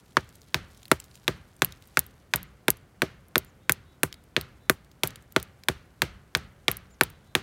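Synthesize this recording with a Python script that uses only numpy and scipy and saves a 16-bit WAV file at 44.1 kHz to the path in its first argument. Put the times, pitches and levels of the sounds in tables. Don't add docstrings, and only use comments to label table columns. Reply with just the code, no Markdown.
import sys
import numpy as np
from scipy import signal
from scipy.io import wavfile
from scipy.ndimage import uniform_filter1d

SR = 44100
rng = np.random.default_rng(int(sys.argv[2]) if len(sys.argv) > 2 else 0)


def master_out(mix):
    frames = np.transpose(np.atleast_2d(mix))
    ceiling = np.clip(frames, -1, 1)
    pcm = np.round(ceiling * 32767).astype(np.int16)
    wavfile.write(sys.argv[1], SR, pcm)


N = 327222

# (frequency [Hz], relative density [dB per Hz])
RUMBLE_SPECTRUM = [(25, -21.5), (55, 1), (90, -4), (140, -4.5), (225, -12), (560, -18), (880, -22.5),
                   (1370, -23.5), (2100, -28.5), (4300, -37.5), (9000, -39.5), (16000, -43.5)]
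# (start [s], length [s], level before shaping [dB])
WHISTLES = [(2.46, 0.037, -71), (3.452, .058, -66), (6.89, 0.066, -63)]
# (share of length [0-1], frequency [Hz])
WHISTLE_ARCH = [(0, 5600), (.2, 6700), (.45, 7300), (.7, 7100), (.88, 6200), (1, 4600)]
# (start [s], length [s], start [Hz], middle [Hz], end [Hz], level before partials [dB])
NASAL_CALLS = [(3.6, .08, 3500, 3750, 3700, -66), (3.84, .13, 3650, 3880, 3800, -64),
               (4.09, .13, 3800, 3880, 3650, -64), (4.595, .1, 3850, 3980, 3850, -63),
               (7.08, .11, 3950, 4000, 3850, -63), (7.25, .09, 3800, 4000, 4000, -64)]
# (offset [Hz], relative level [dB])
NASAL_PARTIALS = [(-370, -10), (5, -7), (370, -20)]
# (time [s], level of the grains [dB])
RUSTLE_LEVEL = [(0.0, -69.5), (0.4, -66), (0.6, -68), (1.15, -61.5), (1.42, -71.5), (1.9, -66), (2.5, -78),
                (7.42, -74.5)]
# (time [s], level of the bright part [dB], ring [Hz], share at 4 kHz [dB])
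LEAF_TICKS = [(0.207, -46, 6300, -18), (0.2903, -41.5, 7600, -14), (0.355, -41, 9500, -20),
              (0.4163, -42.5, 6000, -8), (0.7472, -46, 5180, -24.5), (0.7741, -42, 7000, -19),
              (0.83, -41, 7000, -3), (0.854, -38, 9170, 4.5), (0.8803, -36, 11200, -8),
              (1.0, -27, 7640, -29), (1.0408, -37, 6260, -22), (1.154, -38.5, 6620, -10.5),
              (1.5644, -46.5, 8550, -18), (1.7222, -34.5, 6360, -2), (1.8228, -43.5, 4960, -9),
              (1.8728, -42.5, 13100, -27.5), (2.0637, -35, 12500, -26), (2.77, -40.5, 10400, -29),
              (3.283, -44.5, 11200, -24), (3.4466, -42, 10600, -22), (4.126, -30.5, 6000, 6),
              (4.1408, -46.5, 6600, 11), (4.846, -49.5, 5690, -20), (4.238, -48, 9000, -20),
              (4.9144, -43.5, 5250, -31), (5.1048, -36, 6510, -16), (5.1575, -32.5, 6940, -1.5),
              (5.223, -46, 8200, -13), (5.322, -33.5, 13900, -20), (5.3988, -32.5, 6880, -1),
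              (5.6354, -40.5, 5230, 8.5), (7.1003, -36, 13900, -21)]
# (time [s], level of the bright part [dB], share at 4 kHz [dB])
CHIP_SNAPS = [(1.646, -6, -11.5), (1.9915, -1, -20), (2.3588, -5, -35), (2.4295, -26.5, -27),
              (2.7029, -1.5, -38), (3.3796, -2.5, -28), (3.7205, -2, -45), (4.4113, -20, -2.5),
              (5.0735, -10.5, -23), (5.4272, -18.5, -29), (6.3712, -19.5, -20), (6.714, -8, -13.5),
              (6.769, -22, -27), (7.0345, -10.5, -9.5)]
# (frequency [Hz], relative level [dB])
WOOD_ECHO = [(55, -29.5), (90, -33), (150, -26.5), (230, -39), (450, -41), (800, -45), (1400, -31.5),
             (2500, -32), (4200, -32.5), (7000, -44), (16000, -55.5)]
# (frequency [Hz], t60 [s])
WOOD_ECHO_T60 = [(60, 0.82), (150, 0.45), (500, 0.7), (1500, 0.56), (4000, 0.36), (16000, 0.28)]
# (frequency [Hz], relative level [dB])
NEAR_ECHO = [(100, -49), (400, -20.5), (800, -19), (1500, -17), (4000, -23), (8000, -21), (16000, -22)]
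# (frequency [Hz], t60 [s])
NEAR_ECHO_T60 = [(100, .2), (400, 0.099), (1500, 0.066), (5000, .09), (16000, 0.083)]
# (frequency [Hz], relative level [dB])
SPLINTER = [(700, -21.5), (1500, -15), (3000, -12.5), (5000, 1), (8000, 4), (12000, 8), (16000, 5)]
# (frequency [Hz], t60 [s])
SPLINTER_T60 = [(500, 0.075), (1300, 0.058), (2900, 0.033), (6000, 0.013), (16000, 0.011)]
# (frequency [Hz], relative level [dB], t60 at the first contact [s], delay [s], 0 knock or 1 thud)
WOOD_MODES = [(72, 0.5, 0.1, .013, 1), (118.5, -8.5, 0.17, .008, 1), (153, 3, 0.081, .008, 1),
              (228, -12.5, 0.019, 0.002, 0), (278, -2.5, 0.012, 0.00084, 0), (312, -6, 0.043, .0025, 0),
              (378, 1.5, .012, .0025, 0), (382, -3.5, 0.052, .0025, 0), (483, -4.5, 0.029, .0025, 0),
              (638, -9, 0.046, 0.0028, 0)]
# (nominal frequency [Hz], relative level [dB], t60 [s])
EDGE_MODES = [(800, -6, .018), (1050, -3, .014), (1300, -9, .025), (2000, -10, .008), (2550, -5, .006),
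              (3100, -4, .005), (3800, -3, .005), (4600, -6, .004)]
# (time [s], crack peak [dB], crack note [Hz], knock [dB], rebound [dB],
# edge near 4 kHz [dB], splinter near 11 kHz [dB], echo [dB])
BLOWS = [(0.1694, 0.5, 1073, -21, -32.5, -15.5, -31.5, -25),
         (0.5444, -9, 1540, -31, -37.5, -16.5, -23.5, -20),
         (0.9155, -0.5, 1337, -13, -37.5, -10, -15.5, -26), (1.2797, -8, 1620, -24, -27, -15, -24, -20.5),
         (1.6204, -4, 1500, -22.5, -42, -12, -18, -21.5), (1.9719, -2, 1440, -25.5, -51, -17, -21.5, -25),
         (2.3375, -6.5, 1550, -40, -35.5, -13.5, -25, -19),
         (2.6825, -3, 1480, -17.5, -33.5, -16, -18, -26.5),
         (3.0198, -5, 1514, -24.5, -21, -16.5, -23.5, -21),
         (3.357, -3.5, 1483, -25.5, -22.5, -14.5, -23.5, -24.5),
         (3.6954, -0.5, 1486, -25.5, -37, -16.5, -15.5, -24.5),
         (4.033, -5, 1595, -20, -46, -21.5, -11, -28), (4.3654, -6, 1600, -26, -26, -13.5, -30, -20),
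         (4.6971, -1, 1496, -16, -32, -13.5, -10, -28.5), (5.0348, -9.5, 2200, -26, -47, -18, -15, -19.5),
         (5.3632, -4.5, 1380, -16, -39.5, -15, -24.5, -22.5),
         (5.6857, -5.5, 1510, -26.5, -26.5, -14, -20.5, -22),
         (6.0197, -5.5, 1575, -29.5, -30, -14.5, -20.5, -19),
         (6.3506, -4.5, 1502, -35.5, -32.5, -14, -24.5, -20.5),
         (6.682, -2.5, 2153, -24, -35, -14.5, -23, -18), (7.0109, 1.5, 1470, -18, -33.5, -11.5, -20, -21),
         (7.352, -3, 1684, -23.5, -29.5, -14.5, -19, -18)]

RUMBLE_DB = -56.5
GRAINS_PER_S = 870
CLUMP_S, CLUMP_DB = .015, 7
SNAP_HZ = 11780
DULL_HZ, DULL_T60_S, CHIP_CUT_HZ = 4000, .0018, 2000
CHIP_LAG_S, GROUND_LAG_S = .00065, .0025
THUD_DB, CRACK_T60_S = -31, 0.009
REBOUND_S = .0085
REBOUND_RING = 1.4
SEAT_S = 0.0033
BITE_HZ, BITE_T60_S, BITE_DB = 3430, 0.0034, 10
BASS_CUT_HZ, TOP_CUT_HZ, STEEP_CUT_HZ = 62.7, 15800, 17150


def from_db(db):
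    return 10 ** (np.asarray(db) / 20)


def rms_one(x):
    return x / np.sqrt(np.mean(x ** 2) + 1e-20)


def at_hz(points, hz):
    table_hz, values = np.transpose(points)
    return np.interp(np.log(hz), np.log(table_hz), values)


def in_time(rows):
    s, *columns = np.transpose(rows)
    return [np.interp(np.arange(N) / SR, s, c) for c in columns]


def clicks(seconds, gains):
    out = np.full(N, 1e-18)
    np.add.at(out, np.minimum((np.asarray(seconds) * SR).astype(int), N - 1), gains)
    return out


def ring(x, hz, t60):
    r, w = from_db(-60 / (t60 * SR)), 2 * np.pi * hz / SR
    return signal.lfilter([0, np.sin(w)], [1, -2 * r * np.cos(w), r * r], x)


def fade(x, t60):
    return signal.lfilter([1], [1, -from_db(-60 / (t60 * SR))], x)


def butter_filter(x, order, hz, kind):
    return signal.sosfilt(signal.butter(order, hz, kind, fs=SR, output="sos"), x)


def add(out, s, piece):
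    i = round(s * SR)
    out[i:i + len(piece)] += piece[:N - i]


def bands():
    edges = 25 * 2 ** np.arange(0, 9.6, .5)
    white = rng.standard_normal((2, N))
    for k, (low, high) in enumerate(zip(edges, edges[1:])):
        sos = signal.butter(2, [low, high], "band", fs=SR, output="sos")
        noise = white[k % 2] * np.sqrt(SR / 2 / (high - low))
        yield np.sqrt(low * high), high - low, sos, noise


def distant_rumble():
    out = np.zeros(N)
    for hz, width_hz, sos, noise in bands():
        gain = from_db(at_hz(RUMBLE_SPECTRUM, hz)) * np.sqrt(width_hz)
        out += gain * signal.sosfilt(sos, noise)
    return from_db(RUMBLE_DB) * rms_one(out)


def birds():
    out = np.zeros(N)
    for s, length, db in WHISTLES:
        u = np.linspace(0, 1, round(length * SR))
        hz = uniform_filter1d(np.interp(u, *np.transpose(WHISTLE_ARCH)), size=300)
        swell = np.sin(np.pi * u) ** .5 * (0.33 + u)
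        add(out, s, from_db(db) * swell * np.sin(2 * np.pi * np.cumsum(hz) / SR))
    for s, length, start_hz, middle_hz, end_hz, db in NASAL_CALLS:
        u = np.linspace(0, 1, round(length * SR))
        hz = uniform_filter1d(np.interp(u, [0, .5, 1], [start_hz, middle_hz, end_hz]), size=1200)
        swell = np.sin(np.pi * u) ** .5
        for offset_hz, part_db in NASAL_PARTIALS:
            partial = np.sin(2 * np.pi * np.cumsum(hz + offset_hz) / SR)
            add(out, s, from_db(db + part_db) * swell * partial)
    return out


def rustle():
    level_db, = in_time(RUSTLE_LEVEL)
    sizes = from_db(4 * np.minimum(rng.exponential(1, N), 4)) * rng.choice([-1, 1], N)
    clumps = rms_one(uniform_filter1d(rng.standard_normal(N), size=round(CLUMP_S * SR)))
    born = rng.random(N) < GRAINS_PER_S * from_db(CLUMP_DB * clumps) / SR
    pitch_of = rng.integers(0, 10, N)
    grains = np.zeros(N)
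    for k, hz in enumerate(np.geomspace(3500, 14000, 10)):
        grains += ring(sizes * born * (pitch_of == k) + 1e-18, hz, 5.2 / hz)
    wash = butter_filter(rng.standard_normal(N), 2, [3500, 13000], "band")
    return from_db(level_db) * (rms_one(grains) + from_db(-9) * rms_one(wash))


def chips(table, t60, tail_db, tail_t60):
    out, t = np.zeros(N), np.arange(round(0.045 * SR)) / SR
    noise = rng.standard_normal((len(table), 2, len(t)))
    for (s, peak_db, hz, dull_db), (contacts, breath) in zip(table, noise):
        burst = contacts * from_db(-60 * t / t60)
        bright = ring(burst, min(hz, .4 * SR), 0.00098)
        dull = ring(burst, DULL_HZ, DULL_T60_S)
        hiss = np.diff(breath, prepend=0) * from_db(tail_db - 60 * t / tail_t60)
        piece = bright / abs(bright).max() + from_db(dull_db) * dull / abs(dull).max() + hiss
        add(out, s + CHIP_LAG_S, from_db(peak_db) * piece)
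        add(out, s + GROUND_LAG_S, from_db(peak_db - 13.5) * piece)
    return butter_filter(out, 2, CHIP_CUT_HZ, "high")


def echo_envelope(hz):
    s, _, _, _, _, _, splinter_db, echo_db = np.transpose(BLOWS)
    treble = np.clip(np.log2(hz / 4500), 0, 1)
    near_db = echo_db + 0.81 * treble * (splinter_db - echo_db)
    soon, late = clicks(s, from_db(near_db)), clicks(s + 0.015, from_db(echo_db))
    near = fade(soon, at_hz(NEAR_ECHO_T60, hz)) - fade(soon, 0.036)
    far = fade(late, at_hz(WOOD_ECHO_T60, hz)) - fade(late, 0.043)
    return from_db(at_hz(NEAR_ECHO, hz)) * near + from_db(at_hz(WOOD_ECHO, hz)) * far


def splinter_envelope(hz):
    s, crack_db, _, knock_db, rebound_db, edge_db, splinter_db, _ = np.transpose(BLOWS)
    knock_db = np.maximum(knock_db, rebound_db)
    colours = np.transpose([THUD_DB + 0 * s, knock_db, crack_db, edge_db, splinter_db])
    own_db = [at_hz(list(zip([120, 400, 1600, 4200, 11000], colour)), hz) for colour in colours]
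    hit = clicks(s - .0004, from_db(own_db))
    return from_db(at_hz(SPLINTER, hz) - 8.5) * fade(hit, at_hz(SPLINTER_T60, hz))


def splinters_and_echoes():
    out = np.zeros(N)
    for hz, _, sos, noise in bands():
        out += signal.sosfilt(sos, noise * (splinter_envelope(hz) + echo_envelope(hz)))
    return out


def knock():
    s, _, _, knock_db, rebound_db, *_ = np.transpose(BLOWS)
    knocks, thuds = np.zeros((2, N))
    chance_db = rng.normal(0, 1.3, (len(BLOWS), len(WOOD_MODES)))
    for (hz, db, t60, delay, is_thud), own_db in zip(WOOD_MODES, chance_db.T):
        if is_thud > .5:
            thuds += ring(clicks(s + delay, from_db(THUD_DB + db + own_db)), hz, t60)
        else:
            first = clicks(s + delay, from_db(knock_db + db + own_db))
            again = clicks(s + delay + REBOUND_S, from_db(rebound_db + db))
            knocks -= ring(first, hz, t60) + ring(again, hz, REBOUND_RING * t60)
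    return butter_filter(knocks, 2, [170, 900], "band") + butter_filter(thuds, 2, 260, "low")


def crack():
    out, chances = np.zeros(N), rng.normal(0, 1, (len(BLOWS), len(EDGE_MODES)))
    signs = (-1) ** np.arange(len(EDGE_MODES))
    contact = signal.unit_impulse(round(.06 * SR))
    bite = ring(contact, BITE_HZ, BITE_T60_S)
    for (s, peak_db, hz, knock_db, _, edge_db, *_), chance in zip(BLOWS, chances):
        push = ring(ring(contact, 2.4 * hz, 0.001), 1.69 * hz, 0.0035)
        note = np.diff(ring(push, hz, CRACK_T60_S), prepend=0)
        modes = np.zeros(len(contact))
        for (mode_hz, db, t60), c, sign in zip(EDGE_MODES, chance, signs):
            modes += sign * from_db(db + 0.5 * c) * ring(contact, mode_hz * (1 + 0.09 * c), t60)
        add(out, s - .0001, from_db(edge_db + BITE_DB) * bite)
        add(out, s - .0002, from_db(peak_db) * note / abs(note).max())
        add(out, s - .0001, from_db(edge_db + 1.5) * modes)
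        add(out, s + SEAT_S, from_db(1.56 * knock_db + 8) * modes)
    return butter_filter(out, 2, 500, "high")


def scene():
    background = distant_rumble() + birds() + rustle()
    snaps = [(s, db, SNAP_HZ, dull_db) for s, db, dull_db in CHIP_SNAPS]
    debris = chips(LEAF_TICKS, 0.008, -12.5, 0.017) + chips(snaps, 0.0041, -28.0, 0.036)
    axe = splinters_and_echoes() + knock() + crack()
    return (background + debris + axe)[None]


def record(dry):
    heard = butter_filter(dry, 3, [BASS_CUT_HZ, TOP_CUT_HZ], "band")
    rounded = heard / (1 + abs(heard / .92) ** 4) ** .25
    steep = signal.cheby2(12, 60, STEEP_CUT_HZ, fs=SR, output="sos")
    return signal.sosfilt(steep, rounded)


dry = scene()
out = record(dry)
master_out(out)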